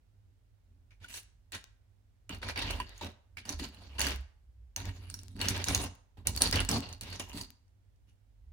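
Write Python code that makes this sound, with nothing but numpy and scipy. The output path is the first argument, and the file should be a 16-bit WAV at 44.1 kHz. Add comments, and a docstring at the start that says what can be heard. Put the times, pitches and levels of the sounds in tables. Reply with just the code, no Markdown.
"""A small metal spoon scrapes coins over the foil lining of a tray: dense random slips rustle and ring it.
Coins clink as bursts of noise with a ring and a rattle, and the hollow tray knocks in short fading notes.
The steel draining board under the tray booms and drums: pushed noise through a few low notes of its own.
A small kitchen echoes briefly; behind it lie a low house rumble with faint hiss, and a hum that comes twice."""
import sys
import numpy as np
from scipy import signal
from scipy.fft import rfft, irfft, next_fast_len
from scipy.io import wavfile
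from scipy.ndimage import uniform_filter1d

SR = 44100
rng = np.random.default_rng(int(sys.argv[2]) if len(sys.argv) > 2 else 0)


def master(y):
    """Save y as 16-bit WAV."""
    cut = np.clip(np.atleast_2d(y).T, -1, 1)
    pcm = np.round(cut * 32767)  # scale
    wavfile.write(sys.argv[1], SR, pcm.astype(np.int16))


N = 376111  # samples
CONTROL_STEP = 32  # samples between the points of a slow control
LEFT_LAG = -6  # samples; the tray is nearer the left port
TOP_HZ = 16500


def undb(db):
    """Decibels to gain."""
    return 10 ** (np.asarray(db) / 20)


def unit(x):
    """Scale to an rms level of 1."""
    return x / np.sqrt(np.mean(x ** 2))


def colour(x, points):
    """Make each pitch range louder or softer, following (Hz, dB) points."""
    size = next_fast_len(N)
    hz, db = np.transpose(points)
    bins = np.arange(size // 2 + 1) * SR / size + 1
    gain = undb(np.interp(np.log(bins), np.log(hz), db))
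    return irfft(rfft(x, size) * gain, size)[..., :N]


def band(x, lo_hz, hi_hz):
    """Keep the pitches between two limits."""
    return signal.sosfilt(signal.butter(2, [lo_hz, hi_hz], "band", fs=SR, output="sos"), x)


def split(x, lo_hz, hi_hz):
    """Low, middle and high part that add up to the whole."""
    low = colour(x, [(lo_hz / 1.3, 0), (lo_hz, -6), (lo_hz * 1.6, -40)])
    high = colour(x, [(hi_hz / 1.6, -40), (hi_hz, -6), (hi_hz * 1.3, 0)])
    return low, x - low - high, high


def ring(x, hz, width):
    """One mode, a note that dies away after a tap; a wider mode (Hz) dies sooner, a unit tap gives level 1."""
    r, w = np.exp(-np.pi * width / SR), 2 * np.pi * hz / SR
    return signal.lfilter([0, np.sin(w)], [1, -2 * r * np.cos(w), r * r], x)


def modes(x, table):
    """Several modes driven by the same sound, at their levels relative to each other."""
    return unit(sum(undb(db) * width * ring(x, hz, width) for hz, width, db in table))


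def curves(rows, off_db=-120):
    """Columns of a table at every sample; the first column of values is silent outside it."""
    s, first, *rest = np.transpose(rows)
    t = np.arange(N) / SR
    return [np.interp(t, s, first, off_db, off_db)] + [np.interp(t, s, c) for c in rest]


def slips(rate, scatter_db, channels=1):
    """Random stick-slip taps, so many a second, a few far larger than most."""
    count = int(rate * N / SR)
    out = np.zeros((channels, N))
    luck = np.minimum(rng.exponential(size=(channels, count)), 3.2)
    size = undb(scatter_db * luck) * rng.choice([-1, 1], (channels, count))
    np.put_along_axis(out, rng.integers(0, N, (channels, count)), size, axis=1)
    return unit(out)


def walk(rate):
    """Slow random wander with a spread of 1; a higher rate wanders faster."""
    k = int(SR / rate)
    return unit(uniform_filter1d(uniform_filter1d(rng.standard_normal(N), k), k))


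def pair(x, pan_db, lag=LEFT_LAG):
    """Two microphone ports: the left is shifted by the lag; a positive pan makes it louder than the right."""
    return np.array([np.roll(x, lag) * undb(pan_db / 2), x * undb(-pan_db / 2)])


def ports(shared, left, right, alike):
    """Both ports share part of the creases and hear others alone."""
    return alike * pair(shared, -1.0) + np.sqrt(1 - min(alike, 1) ** 2) * np.array([left, right])


def smooth(coarse):
    """Stretch a coarse control to every sample."""
    return np.interp(np.arange(N), CONTROL_STEP * np.arange(len(coarse)), coarse)


# Tone of the house noise. Each row: pitch in Hz, level per Hz in dB relative to the other rows.
HOUSE_TONE = [(18, -30.5), (30, -8), (55, -2.5), (74, -6), (107, 1.5), (125, -20), (190, -22.5),
              (332, -28.5), (659, -32), (858, -34), (1150, -39), (1420, -37.5), (16500, -52)]


def house(level_db=-66):
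    """Low rumble, alike at both ports, and faint unrelated hiss above; the right port is 3 dB louder."""
    mid, side = colour(rng.standard_normal((2, N)), HOUSE_TONE)
    # the difference between the ports is weaker at low pitches
    side = colour(side, [(50, -7), (300, -1.0), (1500, 0.0)]) * np.array([[1], [-1]])
    return unit(mid + side) * undb(level_db + np.array([[-1.5], [1.5]]))


# The low hum, two stretches of rows. Each row: time in seconds, pitch in Hz, level in dB.
HUM_STRETCHES = [
    [(3.8, 66.2, -62), (4.026, 66.4, -38.5), (4.21, 66.5, -38.5), (4.28, 66.8, -59)],
    [(4.45, 64.3, -56), (4.53, 61, -60), (4.652, 60, -50), (4.75, 63.9, -70.5)],
]


def hum():
    """A low hum: a near-sine whose pitch and level drift, nearly alike at both ports."""
    out = 0
    t = np.arange(N) / SR
    for rows in HUM_STRETCHES:
        s, hz, db = np.transpose(rows)
        fade = np.clip(np.minimum(t - s[0], s[-1] - t) / .03, 0, 1)
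        turns = np.cumsum(np.interp(t, s, hz)) / SR
        tone = np.sqrt(2) * np.sin(2 * np.pi * turns)
        out = out + fade * undb(np.interp(t, s, db)) * tone
    return pair(out, -2.5)


# How long the kitchen rings. Each row: centre pitch of a band in Hz, time to die by 60 dB in seconds.
ECHO_BANDS = [(250, 0.14), (1000, 0.48), (4000, 0.38), (11000, 0.093)]


def kitchen(dry, wet_db=-12, first_ms=4):
    """Diffuse echo of the walls: noise, other for each port, that dies away band by band."""
    t = np.arange(SR // 2) / SR
    echo = 0
    for hz, t60 in ECHO_BANDS:
        noise = band(rng.standard_normal((2, len(t))), hz / 2, min(hz * 2, 19000))
        echo = echo + noise * undb(-60 * t / t60)
    echo = echo * (t * 1000 > first_ms)
    echo = echo / np.sqrt(np.sum(echo ** 2) / 2)
    return undb(wet_db) * signal.fftconvolve(dry.mean(axis=0)[None], echo, axes=1)[:, :N]


# The pushes of the spoon. 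Each row: start in seconds, length in seconds, scrape level in dB at the start,
# the same at the end, favoured ring in Hz, tray body in dB relative to the scrape, foil crackle in dB
# relative to the scrape, boom of the board in dB, drumming of the board in dB.
SPOON_PUSHES = [(.905, .02, -66, -67, 2300, -12, -14, -64, -84),
                (1.0, .05, -71, -53.5, 2314, -8, -10.5, -55.5, -68),
                (1.08, 0.095, -59, -47, 2900, -16.5, 0, -65, -69),
                (1.519, 0.036, -47.5, -41.5, 4000, -11.5, -9.5, -55, -58.5),
                (2.293, .07, -47, -53, 2750, -5, -13, -51, -51),
                (2.415, 0.088, -49.5, -42.5, 2104, -4.5, -17, -47, -55),
                (2.557, .13, -40, -36.5, 2425, -7.5, -21, -43.5, -49.5),
                (2.7, 0.12, -45.5, -48, 2800, -4.5, -12, -47, -50),
                (2.86, 0.15, -57.5, -61.5, 3970, -7.5, -15.5, -67, -79),
                (3.01, 0.061, -43, -48, 3700, 0.5, -13, -45.5, -48.5),
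                (3.368, .015, -50, -44, 2403, -16, -17.5, -52.5, -57),
                (3.45, .08, -55.5, -45.5, 5416, -3.5, -6.5, -55.5, -54),
                (3.59, 0.056, -48, -40.5, 2830, -7.5, -8, -58, -45),
                (3.72, 0.27, -62.5, -60, 2500, -2.5, -10.5, -60.5, -65),
                (3.982, 0.14, -36.5, -38, 3200, -6.5, -10, -50, -45),
                (4.762, 0.14, -50.5, -53.5, 3270, -3.5, -9.5, -41.5, -54),
                (4.93, 0.16, -65.5, -61, 2542, -5.5, -6, -48, -62.5),
                (5.09, 0.12, -60.5, -68.5, 4700, -6, -4.5, -54, -61),
                (5.21, 0.13, -69, -73, 4000, -3.5, -1.5, -53.5, -63.5),
                (5.353, .05, -63.5, -60, 3100, 1, -7, -48, -46),
                (5.4, .12, -38.5, -38.5, 3403, -7.5, -14, -38, -46),
                (5.54, 0.088, -41, -45.5, 2455, -6.5, -18, -42, -50),
                (5.66, .15, -40, -39.5, 3793, -4.5, -8.5, -35, -41),
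                (5.83, .04, -49, -51, 3010, -2.5, -33, -42, -47),
                (6.17, .03, -65.5, -65.5, 1807, 1, -8, -47.5, -57.5),
                (6.25, 0.024, -61.5, -53.5, 2626, 0, -11, -49.5, -51.5),
                (6.269, .025, -41, -47.5, 4400, -3, 3, -36.5, -43),
                (6.33, .07, -55.5, -49.5, 4550, -3.5, -2, -53, -58),
                (6.406, 0.08, -32.5, -37, 4630, -6, -8, -40, -40.5),
                (6.523, 0.086, -33.5, -35, 3075, -4.5, -13.5, -31, -41.5),
                (6.686, 0.085, -36, -39.5, 3600, -0.5, -9.5, -34, -35.5),
                (6.82, .12, -48.5, -54.5, 3235, -6, -17, -46.5, -61),
                (7.009, .15, -53, -47, 3800, -7.5, -11, -48, -58),
                (7.196, .03, -34.5, -49, 2770, -4.5, -3.5, -49, -51.5),
                (7.26, .06, -58.5, -58, 2734, -4, -5.5, -69, -66),
                (7.328, 0.086, -50.5, -44, 4520, -8, -4, -48, -47),
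                (8.07, 0.028, -81.5, -76, 3200, -15.5, -4, -67, -82)]


def pushes(first_db, last_db, attack_s, fall_db_s):
    """Power of each push over time: quick rise, straight swell or sag, steady fall."""
    start, length = np.transpose(SPOON_PUSHES)[:2, :, None]
    age = np.arange(0, N + CONTROL_STEP, CONTROL_STEP) / SR - start
    held = first_db[:, None] + (last_db - first_db)[:, None] * np.clip(age / length, 0, 1)
    rise = np.clip(age / attack_s, 0, 1)
    fall_db = fall_db_s * np.maximum(age - length, 0)
    return (rise * undb(held - fall_db)) ** 2 + 1e-30


def sheet(push, hz, width, even):
    """One deep mode of the board; its chance swells are partly evened out."""
    tone = unit(ring(ring(push, hz, 3 * width), hz, width))
    power = uniform_filter1d(np.mean(tone ** 2, axis=0), SR // 12)
    return unit(tone / (power + .01) ** (even / 2))


# Deep notes of the board; the first follows the pushes. 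Each row: pitch in Hz, width in Hz.
BOOM_MODES = [(91.77, 11), (47.4, 2), (73.5, 12)]
# Levels of the other two deep notes. Each row: time in seconds, lower note in dB, upper note in dB.
DEEP_LEVELS = [(0.0, -74.5, -78), (1.11, -66, -71.5), (2.2, -72, -76), (2.35, -44, -51.5),
               (2.49, -55.5, -51), (2.75, -39.5, -40.5), (2.96, -54.5, -70.5), (3.49, -73, -61),
               (3.56, -42.5, -41.5), (3.75, -69, -57.5), (4.15, -46, -52), (4.32, -61, -65.5),
               (4.74, -62.5, -68), (4.86, -46, -50), (5.22, -64.5, -62), (5.5, -45, -45), (5.62, -60, -52),
               (5.74, -49, -38), (6.07, -72.5, -78.5), (6.29, -49, -42), (6.62, -37, -40), (6.69, -51, -40),
               (6.95, -62, -64), (7.45, -56, -55), (7.55, -74, -76.5), (8.35, -67.5, -70),
               (8.52, -60, -51.5)]
# Drumming notes of the board. Each row: pitch in Hz, width in Hz, level in dB relative to the other rows.
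DRUM_MODES = [(185, 46, -3.5), (227.5, 11, -0.5), (269.3, 16, 0.5), (375.2, 10, -4.5)]


def board(even=0.57, side=0.099, right_db=3.0, attack_s=.02, fall_db_s=260,
          idle_boom_db=-71.5, idle_drum_db=-88.5, idle_wander_db=4.5):
    """The steel sheet under the tray booms and drums as the load on it shifts, and always hums a little."""
    boom_db, drum_db = np.transpose(SPOON_PUSHES)[7:]
    boom_gain = smooth(np.sqrt(pushes(boom_db, boom_db, attack_s, fall_db_s).sum(axis=0)))
    drum_gain = smooth(np.sqrt(pushes(drum_db, drum_db, attack_s, fall_db_s).sum(axis=0)))
    idle = undb(idle_wander_db * walk(12))
    gains = [boom_gain + undb(idle_boom_db) * idle, *undb(curves(DEEP_LEVELS))]
    # slips alike at both ports, plus a little noise that is opposite in the two
    mid, other = slips(300, 3.5)[0], rng.standard_normal(N)
    push = band(mid + side * other * np.array([[1], [-1]]), 44, 500)
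    boom = sum(gain * sheet(push, hz, width, even) for gain, (hz, width) in zip(gains, BOOM_MODES))
    boom = boom * undb([[-right_db / 2], [right_db / 2]])
    drum = unit(band(modes(push, DRUM_MODES), 150, 430))
    return boom + (drum_gain + undb(idle_drum_db) * idle) * drum


# Hollow knocks of the tray. Each row: time in seconds, level in dB before the soft start and roughness,
# pitch in Hz, time to die by 60 dB in seconds.
TRAY_KNOCKS = [(1.043, -37, 1466, 0.05), (2.302, -38.5, 293, 0.05), (2.8, -23.5, 994, 0.05),
               (3.012, -34.5, 920, 0.05), (3.505, -39.5, 286, 0.14), (3.618, -33.5, 275, 0.12),
               (5.354, -36.5, 189, 0.071), (7.199, -41, 248.6, 0.05)]


def knocks(push_ms=1.0, rough=0.24):
    """Blunt pushes on the hollow tray, one note each that starts softly and soon dies."""
    out, t = np.zeros(N), np.arange(N) / SR
    for s, db, hz, t60 in TRAY_KNOCKS:
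        age = np.clip(t - s, 0, 1)
        soft_start = 1 - np.exp(-age * 1000 / push_ms)
        out += undb(db - 60 * age / t60) * soft_start * np.sin(2 * np.pi * hz * age)
    return pair(out * (1 + rough * walk(260)), 0.)


# The clinks. Each row: time in seconds, level of the bright crack in dB, ring of the coin in Hz,
# dull part in dB relative to the crack.
COIN_CLINKS = [(0.9083, -61, 2250, 4), (1.044, -42, 3500, -4), (1.0866, -43, 8980, -12),
               (1.1404, -33, 4070, -6), (1.5209, -34, 8140, -3), (1.549, -30.5, 6400, -7),
               (2.2936, -32.5, 8150, -0.5), (2.347, -37, 4180, -6), (2.43, -41.5, 4300, 15.5),
               (2.487, -29.5, 4430, 3.5), (2.51, -36, 4470, -1), (2.5595, -39, 4550, 11),
               (2.576, -25.5, 4610, 2), (2.592, -27.5, 9200, 4), (2.6217, -29, 4440, -13.5),
               (2.651, -45, 4300, 7.5), (2.7078, -24, 4280, -8), (2.8014, -30, 4600, 3),
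               (2.9782, -41.5, 6700, -11), (3.011, -41, 4380, -2), (3.025, -39, 4600, -17),
               (3.046, -31.5, 4430, -7), (3.3708, -37.5, 4900, 6), (3.454, -34, 4840, -4.5),
               (3.492, -20.5, 6180, -29.5), (3.4972, -30, 6000, -23.5), (3.5277, -40, 4900, -1),
               (3.596, -33, 4840, -9), (3.7459, -45.5, 4170, -7.5), (3.9945, -18.5, 10650, -9.5),
               (4.0055, -18, 6520, -11), (4.0149, -15, 4450, -16.5), (4.048, -29, 4310, -17),
               (4.068, -19, 4630, -6), (4.1181, -38, 4420, 8.5), (4.7626, -20, 6320, -10),
               (4.802, -36.5, 4260, 2), (4.8913, -42.5, 4400, 7), (5.1, -33, 8950, -13),
               (5.1413, -27, 5600, -19), (5.1901, -31, 5800, -31), (5.3646, -44, 4470, -5.5),
               (5.3924, -36.5, 4740, 0), (5.4142, -15.5, 4280, -5.5), (5.4562, -27.5, 4600, -6),
               (5.4852, -14, 6700, -13), (5.5648, -28.5, 4440, -8.5), (5.6173, -34, 4500, 2),
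               (5.6417, -19.5, 6950, -15), (5.672, -32, 6700, -10), (5.685, -15.5, 6370, -9),
               (5.7479, -12, 6660, -24), (5.805, -38, 5650, -19), (5.8174, -35, 5570, -6),
               (5.8601, -36.5, 4370, -4), (6.271, -12, 9350, -30.5), (6.3754, -21, 4630, -21.5),
               (6.4198, -5.5, 10460, -28), (6.437, -22, 9700, -12), (6.4723, -30, 4680, -14.5),
               (6.527, -15.5, 4970, -33), (6.557, -19.5, 4560, -23.5), (6.6033, -22.5, 9300, -12.5),
               (6.65, -31, 4400, -5), (6.69, -15.5, 7900, -35), (6.713, -16, 5320, -25),
               (6.7388, -26, 4380, -13.5), (6.8895, -36, 4470, -21), (6.9276, -37, 6950, -25),
               (7.0108, -27, 4400, -38), (7.034, -34, 4450, -20), (7.1296, -35, 6740, -2),
               (7.1963, -34, 9700, -13), (7.2958, -41, 6370, -15), (7.3315, -39, 4200, -6.5),
               (7.3733, -33.5, 4450, -29), (7.412, -25.5, 4800, -35), (7.68, -66.5, 6000, -24),
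               (7.96, -70, 6000, -25)]
# Modes of spoon, coins and tray. Each row: pitch in Hz, width in Hz, level in dB relative to the other rows.
TRAY_MODES = [(962, 55, -2), (1617, 180, -7), (1930, 170, -6), (2340, 150, -6.5), (2874, 250, -1.5),
              (3850, 150, -11.5), (4496, 390, -2.5), (6090, 1200, -4), (6800, 100, -5), (7860, 150, -6.5),
              (9700, 1300, 0), (10760, 50, -2.5), (13600, 2700, -14)]


def clinks(crack_ms=1.0, rattle_ms=14, rattle_db=-14, own_db=-3.5, own_q=35, tray_db=6, lag_spread=2.5,
           pan_db=0.0):
    """A blow is a crack and a short rattle of foil through the tray's modes, plus the struck coin's ring."""
    size = 4096  # samples kept of each blow
    out = np.zeros((2, N + size))
    t = np.arange(size) / SR
    noise = rng.standard_normal((len(COIN_CLINKS), 3, size))
    luck = rng.standard_normal((len(COIN_CLINKS), len(TRAY_MODES) + 1))
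    for (s, db, hz, dull_db), (hiss, *foil), (place, *gains) in zip(COIN_CLINKS, noise, luck):
        # every blow lands at a slightly different place
        lag = int(LEFT_LAG + lag_spread * place)
        crack = pair(hiss * np.exp(-t * 1000 / crack_ms), pan_db - 2 * place, lag)
        rattle = undb(rattle_db) * np.array(foil) * np.exp(-t * 1000 / rattle_ms)
        force = crack + rattle
        # chance shifts each mode by about 1 dB
        tray = sum(undb(d + g) * w / f * ring(force, f, w) for g, (f, w, d) in zip(gains, TRAY_MODES))
        blow = force + undb(tray_db) * tray
        coin = ring(crack, hz, hz / own_q)
        dull, bright = band(blow, 1500, 4000), band(blow, 4000, 17000)
        bright = bright / abs(bright).max() + undb(own_db) * coin / abs(coin).max()
        dull = undb(dull_db) * dull / abs(dull).max()
        i = int(s * SR)
        out[:, i:i + size] += undb(db) * (bright + dull)
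    return out[:, :N]


# Tone of the foil's rustle. Each row: pitch in Hz, level per Hz in dB relative to the other rows.
RUSTLE_TONE = [(180, -35), (300, -7.5), (987, -10.5), (1210, -15), (2840, -7.5), (3530, -7.5),
               (6240, -19.5), (15200, -14.5), (16500, -28)]


def scrape(favour_db=10, reach=0.16, wander_db=6.5, judder_db=3.0, alike=0.32, attack_s=0.0027,
           fall_db_s=449):
    """Slips over crumpled foil rustle and ring the modes, most the one that the spoon's place favours."""
    first_db, last_db, ring_hz, body_db, foil_db = np.transpose(SPOON_PUSHES)[2:7]
    # a push bites at once and lets go more slowly
    power = pushes(first_db, last_db, attack_s, fall_db_s)
    place_hz = smooth(ring_hz @ power / power.sum(axis=0))  # the loudest push sets the place
    rub_gain = smooth(np.sqrt(power.sum(axis=0)))
    body_gain = smooth(np.sqrt(undb(2 * body_db) @ power))
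    foil_gain = smooth(np.sqrt(undb(2 * foil_db) @ power))

    drive = undb(judder_db * walk(84)) * ports(*slips(6000, 3.1, channels=3), alike)
    ticks = ports(*slips(220, 4.0, channels=3), alike)
    rings = 0
    for k, (hz, width, db) in enumerate(TRAY_MODES):
        favour = favour_db * np.exp(-(np.log(hz / place_hz) / reach) ** 2)
        # every mode is struck at its own moments, the wide, dull ones less
        own_ticks = np.roll(ticks, 9973 * k, axis=1) * min(400 / width, 1)
        gain = undb(db + favour + wander_db * walk(20))
        rings = rings + width * ring(gain * (drive + 3.5 * own_ticks), hz, width)

    rustle = unit(colour(drive, RUSTLE_TONE))
    body, rub, foil = (unit(part) for part in split(rustle + 1.9 * unit(rings), 1300, 6000))
    # a favoured ring takes energy from the others
    rub = rub / np.sqrt(uniform_filter1d(np.mean(rub ** 2, axis=0), SR // 8))
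    body = body.mean(axis=0) * 0.5 + 0.77 * body  # long waves reach both ports more alike
    return rub_gain * rub + body_gain * body + foil_gain * foil


def scene():
    """Spoon work in the kitchen over the board, the hum and the house."""
    background = house() + hum()
    hollow = knocks()
    near = scrape() + clinks()
    return background + kitchen(near + .2 * hollow) + board() + hollow + near


def record(dry):
    """The ports differ a little in the treble; the recorder cuts the top."""
    left_db = [(2000, 0), (4500, -1.0), (9000, -1.2), (13000, 0.0)]  # (Hz, dB)
    right_db = [(hz, -db) for hz, db in left_db]
    dry = np.array([colour(dry[0], left_db), colour(dry[1], right_db)])
    return signal.sosfilt(signal.ellip(10, .2, 80, TOP_HZ, fs=SR, output="sos"), dry)


dry = scene()
out = record(dry)
master(out)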